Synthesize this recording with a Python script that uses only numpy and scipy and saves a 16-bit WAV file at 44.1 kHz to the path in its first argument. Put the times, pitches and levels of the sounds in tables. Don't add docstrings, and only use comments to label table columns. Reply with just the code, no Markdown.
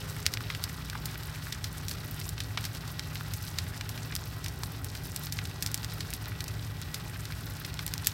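import sys
import numpy as np
from scipy import signal
from scipy.fft import rfft, irfft, next_fast_len
from scipy.io import wavfile

SR = 44100
rng = np.random.default_rng(int(sys.argv[2]) if len(sys.argv) > 2 else 0)


def dump(signal):
    limited = np.clip(np.atleast_2d(signal).T, -1, 1)
    pcm = np.round(limited * 32767).astype(np.int16)
    wavfile.write(sys.argv[1], SR, pcm)


N = 358533
TIME_S = np.arange(N) / SR
LEAD_SAMPLES = 128

# time_s, treble_db, midrange_db
BED_DRIFT = [(0.0, -51.5, -46.5), (0.38, -57, -45), (0.65, -56, -46.5), (2.2, -52.5, -50),
             (2.4, -57.5, -48), (3.51, -53.5, -48), (3.89, -57, -46), (4.44, -56, -50.5),
             (5.27, -53.5, -51.5), (5.95, -55.5, -47), (6.52, -58.5, -47.5), (8.13, -54, -47.5)]
# freq_hz, density_db
HISS_SPECTRUM = [(450, -9.5), (700, -2), (1000, 0), (1500, 5), (2000, -1.5), (3000, -1), (5200, -7),
                 (6500, -10), (10000, -13.5), (16000, -17)]
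# freq_hz, density_db
ROAR_SPECTRUM = [(20, -53), (32, -22), (45, -6), (70, 0), (105, 3.5), (132, -9.5), (172, -3), (205, -14),
                 (270, -9), (335, -16.5), (390, -12.5), (510, -21), (800, -19), (1500, -49.5)]
# cycle_multiple, level_db
DIESEL_ORDERS = [(2, -49.5), (4, -50), (5, -46), (6, -56), (7, -64), (8, -64.5), (9, -65.5), (10, -66.5),
                 (11, -81), (20, -69.5), (28, -65.5), (35, -68), (64, -60.5)]
# crank_multiple, level_db
BIG_ENGINE_ORDERS = [(4, -63), (5, -58), (6, -78), (7, -64), (8, -50), (9, -51.5), (10, -44.5), (11, -87),
                     (15, -63.5), (16, -66)]
# pitch_hz, level_db
HORN_NOTES = [(418, -56.5), (520, -59)]
# start_s, level_db, pitch_hz, relative_tail_db
STEAM_POPS = [(0.2563, -34, 3350, 6), (0.2646, -13, 4260, -7.5), (0.338, -24, 4800, 0),
              (0.3725, -24.5, 2350, -12), (0.4065, -30, 1540, -2), (0.5019, -23.5, 1720, 1),
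              (0.5494, -27, 2970, -3), (0.6395, -22, 4870, -3.5), (0.6944, -38, 7800, 1),
              (0.8994, -29, 4600, -7), (0.93, -35.5, 1600, 6), (0.9528, -27, 1150, -1),
              (1.056, -33, 9550, 8.5), (1.156, -33, 1890, 0), (1.3483, -37.5, 3420, 0),
              (1.4689, -32, 1550, -6), (1.5243, -29.5, 3500, 7), (1.6421, -29, 4300, 5.5),
              (1.8833, -28, 5730, -1), (1.894, -33, 8600, 1), (1.9124, -29, 4520, 0), (2.2, -35.5, 8900, 1),
              (2.2133, -37, 3240, 8), (2.2914, -28.5, 9400, -2), (2.38, -32, 2560, 1),
              (2.404, -26.5, 3730, 2), (2.5738, -28.5, 1010, -4), (2.5746, -23.5, 2440, 4.5),
              (2.609, -39, 7800, 2), (2.641, -35.5, 3440, 8), (2.6516, -32, 4500, 8.5),
              (2.7498, -36, 7700, -7), (2.9948, -24.5, 3460, -7), (3.1555, -31, 3050, 3),
              (3.209, -28.5, 1450, -18), (3.3365, -33.5, 6800, 6.5), (3.586, -22.5, 4100, 3),
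              (3.8108, -27.5, 2890, -1.5), (3.892, -33.5, 6400, 4), (3.9764, -38.5, 2740, 9),
              (4.1233, -33.5, 2130, 5.5), (4.1527, -25, 7800, -2), (4.1634, -25.5, 4840, -6),
              (4.4434, -36, 5530, 7), (4.462, -28.5, 3560, -5), (4.483, -33.5, 5900, 1),
              (4.6336, -29.5, 1080, -6), (4.6352, -27, 4560, -17), (4.8454, -30.5, 9900, -5),
              (4.9516, -33.5, 3360, 1), (5.162, -26, 7900, -0.5), (5.269, -34, 3860, 0),
              (5.3242, -27, 6550, 1), (5.3889, -23.5, 2200, -4), (5.4536, -39, 4500, 8.5),
              (5.6245, -23.5, 7000, 2), (5.663, -23, 5700, -4), (5.672, -35.5, 5000, 5),
              (5.7165, -33, 9200, -12), (5.744, -20, 7060, -5), (5.7768, -33.5, 5800, -3),
              (5.8312, -35, 4500, -2), (5.846, -28, 4940, -8), (6.0058, -30.5, 3660, 6),
              (6.1046, -33.5, 8700, -3), (6.1296, -32, 2760, -16), (6.1367, -28.5, 8300, 2),
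              (6.2578, -35, 3840, -13), (6.4058, -28.5, 4420, 1.5), (6.4418, -32.5, 6730, -15),
              (6.4807, -35, 6030, 5.5), (6.816, -35.5, 6860, 1), (6.9436, -27, 4600, 3.5),
              (7.2543, -32.5, 4370, -8), (7.3224, -32, 2360, -3), (7.648, -31.5, 3600, 5.5),
              (7.7415, -34, 7100, -11), (7.792, -27, 2480, 1), (7.865, -25.5, 9900, -10),
              (7.8786, -30.5, 5300, -4), (7.9381, -23.5, 5960, -6), (7.9795, -29.5, 5500, -15.5),
              (8.0463, -32.5, 5000, 1), (8.06, -35, 5030, 4), (8.0708, -13, 7960, -6)]
# freq_hz, gain_db
MIC_RESPONSE = [(2400, -1), (3100, -2), (3700, 0.5), (5300, 3), (6600, -1), (8200, 1.5), (10000, -0.5),
                (13000, 5.5), (16000, 2.5)]


def undb(db):
    return 10 ** (np.asarray(db) / 20)


def unit_rms(x):
    return x / np.sqrt(np.mean(x ** 2))


def wander(rate_hz):
    hz = np.fft.rfftfreq(N, 1 / SR)
    return unit_rms(irfft(rfft(rng.standard_normal(N)) / (1 + (hz / rate_hz) ** 4), N))


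def fluttering_noise(spectrum, flutter_db, flutter_hz):
    noise = rng.standard_normal(N) * undb(flutter_db * wander(flutter_hz))
    hz, db = np.transpose(spectrum)
    size = next_fast_len(N)
    log_hz = np.log(np.fft.rfftfreq(size, 1 / SR) + 1)
    gain = undb(np.interp(log_hz, np.log(hz), db))
    return unit_rms(irfft(rfft(noise, size) * gain, size)[:N])


def minimum_phase(gain_db):
    cepstrum = irfft(gain_db * np.log(10) / 20)
    half = len(cepstrum) // 2
    cepstrum[1:half] *= 2
    cepstrum[half + 1:] = 0
    return np.exp(rfft(cepstrum))


def snap(pitch_hz, width_oct, tail_db, ring_db=2.0, ring_oct=0.26, tear=0.58, tear_s=0.00045,
         rebound=0.1, pile_s=0.0019, field_s=0.014, field_db=-15, size=4096):
    t, hz = np.arange(size) / SR, np.fft.rfftfreq(size, 1 / SR) + 1
    offset_oct = np.log2(hz / pitch_hz)
    hump_db = -75 * np.log(1 + (offset_oct / max(width_oct, 0.25)) ** 2 / 30) - 10 * np.log10(hz)
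    peak_db = ring_db / (1 + (offset_oct / ring_oct) ** 2)
    bass_loss_db = 10 * np.log10(1 + (min(1200, 0.67 * pitch_hz) / hz) ** 8)
    splinter = minimum_phase(hump_db + peak_db - bass_loss_db)
    crack = tear * rng.standard_normal(size) * np.exp(-t / tear_s)
    crack[0] += 1
    power = np.abs(rfft(crack)) ** 2
    crack = irfft(rfft(crack) * minimum_phase(-10 * np.log10(power + power.mean() / 2)))
    rebound_s = np.ceil(tear_s * pitch_hz) / pitch_hz
    crack = crack + rebound * np.roll(crack, int(SR * rebound_s))
    scatter = rng.standard_normal(size) * undb(2.5 * rng.standard_normal(size // 16).repeat(16))
    decay = np.exp(-t / pile_s) + undb(field_db) * np.exp(-t / field_s)
    rise = 1 - np.exp(-(t / 0.0011) ** 2)
    direct, tail = (unit_rms(irfft(rfft(part) * splinter)) for part in (crack, scatter * decay * rise))
    return np.roll(direct + undb(tail_db) * tail, LEAD_SAMPLES) * np.sqrt(SR / 1000 / size)


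def crackle(snaps_per_s, low_hz, high_hz, width_oct, spread_db, range_db, tail_db, bunching, sticks=32):
    out = np.zeros(N + SR)
    stick_rate_hz = snaps_per_s / sticks * unit_rms(np.exp(bunching * wander(18)))
    for pitch_hz in np.geomspace(low_hz, high_hz, sticks):
        sound = snap(pitch_hz, width_oct, tail_db)
        starts = np.flatnonzero(rng.random(N) < stick_rate_hz / SR)
        levels_db = range_db * np.tanh(spread_db * rng.exponential(size=1024) / range_db)
        for start, level_db in zip(starts, levels_db):
            out[start:start + len(sound)] += undb(level_db) * sound
    return out[:N]


def fire():
    time_s, treble_db, midrange_db = np.transpose(BED_DRIFT)
    treble = undb(np.interp(TIME_S, time_s, treble_db))
    midrange = undb(np.interp(TIME_S, time_s, midrange_db))
    twigs = treble * crackle(snaps_per_s=390, low_hz=3760, high_hz=13800, width_oct=0.37,
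                             spread_db=5.5, range_db=21, tail_db=-4.5, bunching=0.75)
    logs = midrange * crackle(snaps_per_s=110, low_hz=890, high_hz=4410, width_oct=0.43,
                              spread_db=3, range_db=11.5, tail_db=1, bunching=0.25)
    hiss = np.sqrt(treble * midrange) * fluttering_noise(HISS_SPECTRUM, flutter_db=1.94, flutter_hz=44)
    roar = fluttering_noise(ROAR_SPECTRUM, flutter_db=1, flutter_hz=2.8)
    return undb(-2.5) * twigs + undb(-2) * logs + undb(3.06) * hiss + undb(-43) * roar


def exhaust(rate_hz, orders, rate_drift, uneven_db, smear_rad):
    phase = 2 * np.pi * np.cumsum(rate_hz * (1 + rate_drift * wander(2.45))) / SR
    out = np.zeros(N)
    for multiple, level_db in orders:
        gain = undb(level_db + uneven_db * wander(4.8))
        out += gain * np.sin(multiple * phase + smear_rad * rng.standard_normal())
    return np.sqrt(2) * out


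def small_diesel(cycle_hz=30.21):
    return exhaust(cycle_hz, DIESEL_ORDERS, rate_drift=0.00177, uneven_db=1.5, smear_rad=1.79)


def big_engine(idle_hz=10.75, hunt_hz=0.16, hunt_period_s=1.9, fastest_at_s=4.55):
    crank_hz = idle_hz + hunt_hz * np.cos(2 * np.pi * (TIME_S - fastest_at_s) / hunt_period_s)
    return exhaust(crank_hz, BIG_ENGINE_ORDERS, rate_drift=0.00522, uneven_db=3, smear_rad=0.34)


def horn(half_gain_at_s=0.51, fade_s=0.17, waver_db=2.4):
    fade = (1 - np.tanh((TIME_S - half_gain_at_s) / fade_s)) / 2
    notes = sum(undb(level_db + waver_db * wander(4.6)) * np.sin(2 * np.pi * pitch_hz * TIME_S)
                for pitch_hz, level_db in HORN_NOTES)
    return np.sqrt(2) * fade * notes


def steam_pops(tail_trim_db=-2):
    out = np.zeros(N + SR)
    for start_s, level_db, pitch_hz, tail_db in STEAM_POPS:
        width_oct = 0.83 + 0.14 * np.log2(pitch_hz / 4000)
        sound = snap(pitch_hz, width_oct, tail_db + tail_trim_db, ring_db=3, tear=0.49)
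        start = int(start_s * SR) - LEAD_SAMPLES
        out[start:start + len(sound)] += undb(level_db) * sound
    return out[:N]


def scene():
    return (fire() + small_diesel() + big_engine() + horn() + steam_pops())[None]


def record(dry, cutoff_hz=15900):
    hz, gain_db = np.transpose(MIC_RESPONSE)
    impulse = irfft(minimum_phase(np.interp(np.fft.rfftfreq(512, 1 / SR), hz, gain_db)))
    heard = signal.oaconvolve(dry, impulse[None])[:, :N]
    lowpass = signal.ellip(10, 0.2, 70, cutoff_hz, fs=SR, output="sos")
    return signal.sosfilt(lowpass, heard)


dry = scene()
out = record(dry)
dump(out)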